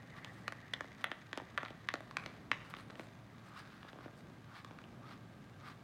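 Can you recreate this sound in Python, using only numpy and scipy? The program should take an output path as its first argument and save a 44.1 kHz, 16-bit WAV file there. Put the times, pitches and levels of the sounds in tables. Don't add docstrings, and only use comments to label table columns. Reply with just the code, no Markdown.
import sys
import numpy as np
from scipy import signal
from scipy.fft import rfft, irfft, next_fast_len
from scipy.io import wavfile
from scipy.ndimage import uniform_filter1d

SR = 44100
rng = np.random.default_rng(int(sys.argv[2]) if len(sys.argv) > 2 else 0)


def transcribe(u):
    v = np.clip(np.atleast_2d(u).T, -1, 1)
    q = np.round(v * 32767).astype(np.int16)
    wavfile.write(sys.argv[1], SR, q)


N = 257103
TIME = np.arange(N) / SR
SLOW = np.arange(0, N + 64, 64) / SR

# start in seconds, force in dB, brightness in dB, ice chirp in dB, edge tick in dB,
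# tuning factor, rebound delay in ms, hollow band in Hz, shore send in dB.
KNOCK_EVENTS = [(0.2467, -10, 7, -25, -27.5, 0.93, 0.49, 1420, -1.5),
                (0.48, 1, 0, -15, -20.5, 0.92, 1.67, 3200, -5),
                (0.523, -6.0, -6, -16.5, -28, 0.9, 1.9, 980, -12),
                (0.7358, -1, -1, -13, -25, 0.9, 0.45, 2550, 2),
                (0.738, -7, 15.5, -38, -43, 1.02, 2.0, 2450.0, -6.5),
                (0.808, -3, -2.5, -8.5, -28, 0.87, 1.7, 2830.0, -9),
                (0.8442, -17, -7.5, -13.5, -41, 1, 0.52, 4060.0, -5),
                (1.0424, 4.0, 2.5, -17, -23, 0.92, 1.5, 4650, 0.0),
                (1.1163, -0.5, 3, -7, -39, 0.86, 0.56, 1520, -8),
                (1.3306, -2.5, 0.5, -10.5, -31, 0.98, 1.17, 780, 1),
                (1.3753, -3, 2.5, -2, -25, 0.76, 0.3, 1690, -6.5),
                (1.3826, -13, 4, -32, -50, 1, 0.53, 900, -6), (1.4, -7.5, -5, -17, -52, 0.67, 1, 1050, -3),
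                (1.4179, -20, -10.0, -10, -42, 0.96, 2.1, 1410.0, -8),
                (1.577, 2.0, -2, -26, -23, 1, 1.6, 810, 1.0),
                (1.582, -1.5, -10, -16, -46.0, 0.8, 1.82, 820, -3.5),
                (1.6315, -4, -5, -9, -35, 0.79, 1.5, 1670.0, -6.5),
                (1.6508, -11.0, 4, -25, -43.0, 1.17, 1, 1600.0, 0.0),
                (1.6599, -9, -4.5, -30.0, -50.0, 1.05, 0.47, 2970.0, -8),
                (1.6835, -11, -1, -30.0, -50.0, 1, 0.51, 1470.0, -3),
                (1.7052, -19.5, 8, -8.5, -45.5, 1, 0.42, 880.0, -8),
                (1.888, 3.5, -0.5, -29, -27.5, 1.08, 1.09, 870, -3),
                (1.9397, 1, 3.5, -2, -21.5, 0.74, 1.56, 3330, -3.5),
                (1.9554, -9, 1, -18, -45, 0.85, 0.65, 2600, -6),
                (2.006, -8.5, -7, -15, -37, 0.53, 0.5, 900.0, -7),
                (2.111, -11, -9, -27, -36, 0.95, 1.05, 1870, 1),
                (2.1693, 2.0, -9, -15, -20, 1.08, 1.2, 900, 1.5),
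                (2.2387, -12.5, -4.5, -29, -49.0, 1.1, 0.74, 3960.0, 6),
                (2.2615, -5, 2.5, -9, -29.5, 1.17, 0.42, 2440.0, 0.0),
                (2.516, 7.3, 3, -7.0, -36, 1.064, 1.05, 4300, -2.5),
                (2.739, -7, -2.5, -15, -49, 1.03, 0.81, 5000.0, -1),
                (2.749, -16, 3, -28, -50, 1.05, 0.55, 1300, -3),
                (2.7674, -14.5, 6, -16, -43, 1, 0.69, 1430.0, -8),
                (2.7872, -15, -1, -23, -47.0, 1.16, 1.66, 2440, 0),
                (2.7985, -18, 0, -28, -46, 1.1, 0.75, 1500, -3),
                (2.9005, -15, -2, -13, -47, 1.1, 0.63, 3170.0, 6),
                (2.905, -15, -0.5, -27, -45, 1.1, 1.2, 2500, 3),
                (2.9553, -15, -6.0, -18, -49.5, 1.34, 0.56, 1660.0, 0),
                (2.9957, -8, -8, -4.5, -32, 1.02, 0.43, 1290.0, -4),
                (3.008, -19, -1, -24, -44, 0.96, 0.7, 1500, -1),
                (3.8301, -13.5, 5.5, -30.0, -44, 0.82, 1.76, 2550, 4.5),
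                (3.8485, -22, -11, -16.5, -60, 0.74, 1.3, 2395, 3),
                (3.931, -18, 2, -14, -48, 0.9, 1.6, 1900, 1),
                (3.958, -23, -10, -13.5, -60, 0.81, 0.8, 2190, 2),
                (3.9875, -17.5, -7, -14, -60, 0.82, 0.74, 2800, 1),
                (4.008, -18, -10, -21, -60, 0.96, 0.78, 2500, 3),
                (4.059, -20, -12, -6.5, -55, 1.1, 0.73, 1900, -2),
                (4.081, -19, -12, -20, -60, 0.95, 0.6, 2800, -7),
                (4.647, -11.5, -8, -22, -33, 1.07, 1.73, 2190, 4.5),
                (4.71, -18, -2, -14, -48.5, 0.97, 1.3, 1880.0, 6),
                (4.7878, -14.5, -8, -23, -44, 1.15, 0.72, 3210, 0.5),
                (4.8399, -24, 10, -19.0, -55, 0.85, 0.39, 2030.0, -3.5)]


def knocks():
    direct, outward = np.zeros((2, N))
    lead_samples = 128
    for start_s, *settings, send_db in KNOCK_EVENTS:
        sound = np.roll(blow(*settings), lead_samples)
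        add(direct, start_s - lead_samples / SR, sound)
        add(outward, start_s - lead_samples / SR, amp(send_db) * sound)
    return direct, outward


def blow(force_db, bright_db, ice_db, tick_db, tuning, rebound_ms, hollow_hz):
    hz = np.fft.rfftfreq(4096, 1 / SR)
    clack = stick(hz, force_db, bright_db, tuning, hollow_hz) * contact(hz, force_db, rebound_ms)
    return irfft(clack + edge_tick(hz, tick_db) + ice_chirp(hz, ice_db))


# centre in Hz before tuning, width in Hz.
STICK_MODES = [(1180, 850), (1900, 1150), (3200, 1530)]
# centre in Hz, width in Hz, level in dB at 0 dB force.
SHAFT_MODES = [(1135, 230, -4), (3460, 260, -17)]


def stick(hz, force_db, bright_db, tuning, hollow_hz, radiate_hz=400, lag_s=0.00121):
    modes_db = (force_db - 3.8 - 0.25 * bright_db, 1.388 * force_db, force_db - 10 + bright_db)
    power = sum((amp(db) * bell(hz, centre * tuning, width)) ** 2
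                for db, (centre, width) in zip(modes_db, STICK_MODES))
    power += sum((amp(db + force_db) * bell(hz, centre, width)) ** 2 for centre, width, db in SHAFT_MODES)
    power /= 1 + (radiate_hz / (hz + 1)) ** 4
    hollow = 1 - 0.83 * bell(hz, hollow_hz, 0.13 * hollow_hz)
    delay_s = lag_s / (1 + hz / STICK_MODES[1][0])
    return causal(np.sqrt(power) * hollow) * np.exp(-2j * np.pi * hz * delay_s)


def contact(hz, force_db, rebound_ms, graze_s=0.00076, rebound_top_hz=4200, crunch_top_hz=5000):
    graze = 0.22 * np.exp(2j * np.pi * hz * graze_s * rng.uniform(0.7, 1.3))
    crunch = amp(-11 - 0.24 * force_db) * burst(hz, decay_s=0.0026)
    crunch *= np.exp(2j * np.pi * hz * graze_s) / (1 + (hz / crunch_top_hz) ** 2)
    rebound = 0.47 * np.exp(-(hz / rebound_top_hz) ** 2 - 2j * np.pi * hz * rebound_ms / 1000)
    return graze + crunch + 1 + rebound


# frequency in Hz, gain in dB.
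TICK_COLOUR = [(1500, -25), (4000, 6), (6000, 1), (8000, -7), (11000, -13), (16000, -24)]


def edge_tick(hz, db, chip_gain=0.85):
    snap = np.sqrt(1 - chip_gain ** 2)
    chips = chip_gain * burst(hz, decay_s=0.0011)
    return (snap + chips) * causal(amp(db + read(TICK_COLOUR, hz)))


# frequency in Hz, gain in dB.
CHIRP_COLOUR = [(60, -39), (120, -24), (190, -6), (300, 7), (450, -1.5), (650, -0.5), (950, -11.5),
                (1600, -61), (4000, -72)]


def ice_chirp(hz, db, spread_s=0.00519, lag_s=0.00072, reference_hz=1000):
    turns = spread_s * (2 * np.sqrt(reference_hz * hz) - hz) + lag_s * hz
    return amp(db + read(CHIRP_COLOUR, hz)) * np.exp(-2j * np.pi * turns)


# start in seconds, pitch in Hz, t60 in seconds, level in dB.
RINGING_MODES = [(.7382, 3550, 0.024, -31), (.7382, 2890, 0.015, -40), (0.7393, 4050, .012, -41),
                 (0.736, 8800, 0.004, -43), (1.0429, 10700, 0.0024, -35.5), (1.0429, 3430, 0.016, -41),
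                 (1.3751, 8000, 0.002, -39), (1.4, 1110, 0.031, -45), (2.1694, 2300, 0.015, -52),
                 (2.516, 2900, 0.015, -36), (2.515, 3690, 0.011, -32)]


def rings():
    t, out = TIME[:SR // 10], np.zeros(N)
    for start_s, hz, t60_s, db in RINGING_MODES:
        add(out, start_s, amp(db) * np.sin(2 * np.pi * hz * t) * decay(t, t60_s))
    return out


# peak time in seconds, length in seconds, scrape in dB, spray in dB.
SKATE_STROKES = [(0.179, 0.026, -56.5, -77), (0.358, 0.16, -68.5, -72), (1.012, 0.026, -56.5, -73),
                 (2.66, 0.039, -61, -77), (2.709, 0.019, -53.5, -69), (2.792, 0.063, -58.5, -76),
                 (3.013, 0.07, -64, -71), (3.479, 0.028, -62.5, -68.5), (3.586, 0.044, -50.5, -69),
                 (3.728, 0.28, -61.5, -85), (3.891, 0.015, -56, -80), (4.042, 0.034, -58.5, -85),
                 (4.186, .03, -74, -71), (4.577, 0.057, -53, -78), (5.115, 0.061, -55.5, -84),
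                 (5.688, 0.054, -53.5, -72)]
# frequency in Hz, gain in dB.
SCRAPE_COLOUR = [(200, -34), (500, -22), (800, -2.5), (960, -7), (1130, 2.5), (1400, -0.5), (1700, -2.5),
                 (2100, -6.5), (3000, -12), (3600, -11.5), (5000, -16), (6500, -29.5), (16000, -38)]
SPRAY_COLOUR = [(1500, 2), (4500, 10), (6500, 4), (8500, 7.5), (11000, -4), (16000, -7)]


def strokes(rise_share=0.57, roundness=1.56):
    scrape_power, spray_power = np.zeros((2, len(SLOW)))
    for peak_s, length_s, scrape_db, spray_db in SKATE_STROKES:
        slope_s = length_s * np.where(SLOW < peak_s, rise_share, 1 - rise_share)
        push = np.exp(-(abs(SLOW - peak_s) / slope_s) ** roundness)
        scrape_power += push * amp(scrape_db) ** 2
        spray_power += push * amp(spray_db) ** 2
    bite = unit(friction(patchy_db=3.6, chatter_db=2.8)) + grit(per_s=480, spread_db=2.3)
    scratch = unit(friction(patchy_db=3.2, chatter_db=4.5)) + 0.7 * grit(per_s=220, spread_db=2.5)
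    scrape = smooth(np.sqrt(scrape_power)) * equalised(bite, SCRAPE_COLOUR)
    spray = smooth(np.sqrt(spray_power)) * equalised(scratch, SPRAY_COLOUR)
    return scrape + spray


def carve(pitch_hz=1220, width_hz=380, relative_db=-7.5, climb_share=0.14):
    power, pressure = np.zeros((2, len(SLOW)))
    for peak_s, length_s, scrape_db, _ in SKATE_STROKES:
        dig_s = peak_s - 0.73 * length_s
        power += amp(scrape_db + relative_db) ** 2 * np.exp(-((SLOW - dig_s) / (0.63 * length_s)) ** 2)
        pressure = np.maximum(pressure, np.exp(-(2 * (SLOW - peak_s) / length_s) ** 2))
    slips = coloured(rng.standard_normal(N), lambda hz: bell(hz, 0, width_hz))
    return smooth(np.sqrt(power)) * unit(slips * tone(pitch_hz * (1 + climb_share * pressure)))


# centre in Hz, width in Hz, gain in dB.
RUNNER_MODES = [(758, 480, -8), (1230, 210, -11), (1884, 380, 2), (3280, 2200, -27)]
# time in seconds, level in dB.
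GLIDE_FADE = [(0, -64), (.2, -59), (.45, -62), (.7, -64), (1.3, -66.5), (2.5, -73.5), (5.83, -88)]


def glide(waver_db=0.7):
    ring = resonated(friction(patchy_db=3.5, chatter_db=2.6), RUNNER_MODES)
    level_db = np.interp(SLOW, *np.transpose(GLIDE_FADE)) + waver_db * drift(rate_hz=3.9)
    return smooth(amp(level_db)) * ring


def friction(patchy_db, chatter_db):
    frames = dict(fs=SR, nperseg=512, noverlap=384)
    spectra = signal.stft(rng.standard_normal(N), **frames)[2]
    patches = uniform_filter1d(rng.standard_normal(spectra.shape), size=4, axis=0)
    patches = unit(uniform_filter1d(patches, size=5, axis=1))
    rub = signal.istft(spectra * amp(patchy_db * np.clip(patches, -2, 2)), **frames)[1]
    return rub[:N] * smooth(amp(chatter_db * drift(rate_hz=69)))


def grit(per_s, spread_db):
    sizes = amp(spread_db * np.minimum(rng.exponential(1, N), 3.5))
    return unit(sizes * impulses(N, per_s))


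# start in seconds, centre in Hz, width in Hz, t60 in seconds, level in dB.
CRYSTAL_SHOWERS = [(2.52, 5400, 3200, .5, -67), (2.6995, 10500, 7010, .04, -62.5),
                   (2.707, 11000, 7000, .06, -72.5), (2.768, 13000, 6000, .06, -72),
                   (2.78, 9700, 1800, 0.55, -77), (3.007, 11800, 7000, .03, -68)]


def showers():
    out = np.zeros(N)
    for start_s, centre_hz, width_hz, t60_s, db in CRYSTAL_SHOWERS:
        grains = coloured(grit(per_s=5000, spread_db=2), lambda hz: bell(hz, centre_hz, width_hz))
        add(out, start_s, amp(db) * grains * decay(TIME, t60_s))
    return out


# frequency in Hz, gain in dB.
CRACKLE_COLOUR = [(300, -14), (1200, 0), (3500, 0), (5500, -9), (8000, -19), (16000, -36)]


def crackle(db=-70, fade_db_per_s=0.74, snap_s=0.0016):
    fractures = grit(per_s=100, spread_db=3.4)
    snap = rng.standard_normal(400) * np.exp(-TIME[:400] / snap_s)
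    ticks = signal.fftconvolve(fractures, snap)[:N]
    return amp(db - fade_db_per_s * TIME) * equalised(ticks, CRACKLE_COLOUR)


# time in seconds, delay in seconds.
SLAP_DELAY = [(.5, 0.0091), (1.05, 0.011), (1.65, 0.011), (1.85, .015), (2.5, 0.015)]
# frequency in Hz, t60 in seconds.
SHORE_DECAY = [(200, 0), (1000, 0.53), (2500, 0.33), (5000, 0.17), (12000, 1.2)]
# frequency in Hz, gain in dB.
ECHO_COLOUR = [(150, -7), (450, -11), (680, 9.5), (950, -1), (1300, -.5), (1900, 0.5), (3200, 2), (4200, 3),
               (5300, 0.5), (6800, -5), (9000, -5), (16000, -2)]


def lake(direct, outward, bank_db=-15, bank_top_hz=3500, brush_db=-15, shore_db=-10, far_db=-19):
    delay_s = np.interp(TIME, *np.transpose(SLAP_DELAY))
    slap = np.interp(TIME - delay_s, TIME, direct)
    slap = signal.lfilter(*signal.butter(1, bank_top_hz, fs=SR), slap)
    brush = scatter(direct, [(300, 0.05), (8000, 0.035)], [(300, -1), (3000, 0), (12000, -1)],
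                    start_s=0.0015, build_s=0.0005, uneven_db=3)
    shore = scatter(outward, SHORE_DECAY, ECHO_COLOUR, start_s=0.009, build_s=0.004, uneven_db=4.6)
    far = scatter(outward, [(300, 0.5), (2000, 0.54), (9000, 0.93)], ECHO_COLOUR,
                  start_s=0.06, build_s=0.0081, uneven_db=4)
    return direct + amp(bank_db) * slap + amp(brush_db) * brush + amp(shore_db) * shore + amp(far_db) * far


def scatter(x, t60_by_hz, db_by_hz, start_s, build_s, uneven_db, paths=3, switch_hz=4):
    out = np.zeros(N)
    for path in range(paths):
        taps = impulses(SR, per_s=1700) * amp(uneven_db * np.clip(rng.standard_normal(SR), -2, 2))
        taps *= 1 - np.exp(-TIME[:SR] / build_s)
        hz, t, spectra = signal.stft(taps, SR, nperseg=128)
        t60_s = np.maximum(read(t60_by_hz, hz), 1e-3)[:, None]
        tail = signal.istft(spectra * decay(t, t60_s) * amp(read(db_by_hz, hz))[:, None], SR)[1]
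        active = np.floor(TIME * switch_hz) % paths == path
        add(out, start_s, signal.fftconvolve(x * active, tail / np.linalg.norm(tail)))
    return out


# frequency in Hz, gain in dB.
AIR_COLOUR = [(20, -42), (30, -39), (40, -11), (65, -8.5), (130, 3), (240, -1), (450, -11.5), (650, -11),
              (900, -15), (1300, -16.5), (2400, -22.5), (4000, -27.5), (6500, -35.5), (11000, -41.5),
              (16000, -44)]
# time in seconds, level in dB.
RUMBLE_SWELL = [(0, -56.5), (.7, -58), (2.6, -55), (3.5, -59.5), (5, -55.5), (5.83, -56.5)]


def air(swell_db=1.1, hiss_db=-57, split_hz=900):
    wash = equalised(rng.standard_normal(N), AIR_COLOUR)
    rumble = signal.sosfiltfilt(signal.butter(2, split_hz, fs=SR, output="sos"), wash)
    rumble_db = np.interp(SLOW, *np.transpose(RUMBLE_SWELL)) + swell_db * drift(rate_hz=2.35)
    return smooth(amp(rumble_db)) * rumble + amp(hiss_db) * (wash - rumble)


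def hum(db=-65.3, pitch_hz=112.3, wander_hz=4, waver_db=2):
    sine = tone(pitch_hz + wander_hz * drift(rate_hz=9.5))
    return amp(db) * unit(sine * smooth(amp(waver_db * drift(rate_hz=2.5))))


# centre in Hz, width in Hz, gain in dB.
WHIRR_BANDS = [(1183, 160, -0.5), (1600, 105, 0)]


def whirr(db=-71):
    return amp(db) * resonated(rng.standard_normal(N), WHIRR_BANDS)


def amp(db):
    return 10 ** (db / 20)


def unit(x):
    return x / np.sqrt(np.mean(x ** 2) + 1e-20)


def read(points, hz):
    knots_hz, values = np.transpose(points)
    return np.interp(np.log(hz + 1), np.log(knots_hz + 1), values)


def add(mix, start_s, sound):
    part = mix[max(round(start_s * SR), 0):][:len(sound)]
    part += sound[:len(part)]


def bell(hz, centre, width):
    return 1 / (1 + (2 * (hz - centre) / width) ** 2)


def decay(t, t60_s):
    return amp(-60 * t / t60_s)


def coloured(x, gain):
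    size = next_fast_len(N, real=True)
    hz = np.fft.rfftfreq(size, 1 / SR)
    knots = np.geomspace(10, SR / 2, 1000)
    return unit(irfft(rfft(x, size) * np.interp(hz, knots, gain(knots)), size)[:N])


def equalised(x, colour):
    return coloured(x, lambda hz: amp(read(colour, hz)))


def resonated(x, modes):
    return coloured(x, lambda hz: sum(amp(db) * bell(hz, centre, width) for centre, width, db in modes))


def causal(gain):
    log_gain = np.log(np.maximum(np.r_[gain, gain[-2:0:-1]], 1e-5))
    return np.exp(np.conj(signal.hilbert(log_gain)))[:len(gain)]


def burst(hz, decay_s):
    size = 2 * (len(hz) - 1)
    noise = rng.standard_normal(size) * np.exp(-TIME[:size] / decay_s)
    return rfft(noise / np.linalg.norm(noise))


def impulses(size, per_s):
    return rng.choice([-1., 1.], size) * (rng.random(size) < per_s / SR)


def drift(rate_hz):
    hz = np.fft.rfftfreq(len(SLOW), SLOW[1])
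    return unit(irfft(rfft(rng.standard_normal(len(SLOW))) * np.exp(-(hz / rate_hz) ** 2), len(SLOW)))


def smooth(curve):
    return np.interp(TIME, SLOW, curve)


def tone(pitch_hz):
    return np.sin(2 * np.pi * np.cumsum(smooth(pitch_hz)) / SR)


def scene():
    skater = lake(*knocks()) + rings() + strokes() + glide() + carve() + crackle() + showers()
    return (skater + air() + hum() + whirr())[None]


def record(dry, top_hz=16000):
    lowpass = signal.firwin(511, top_hz, window=("kaiser", 9), fs=SR)
    return signal.oaconvolve(dry, lowpass[None], "same")


dry = scene()
out = record(dry)
transcribe(out)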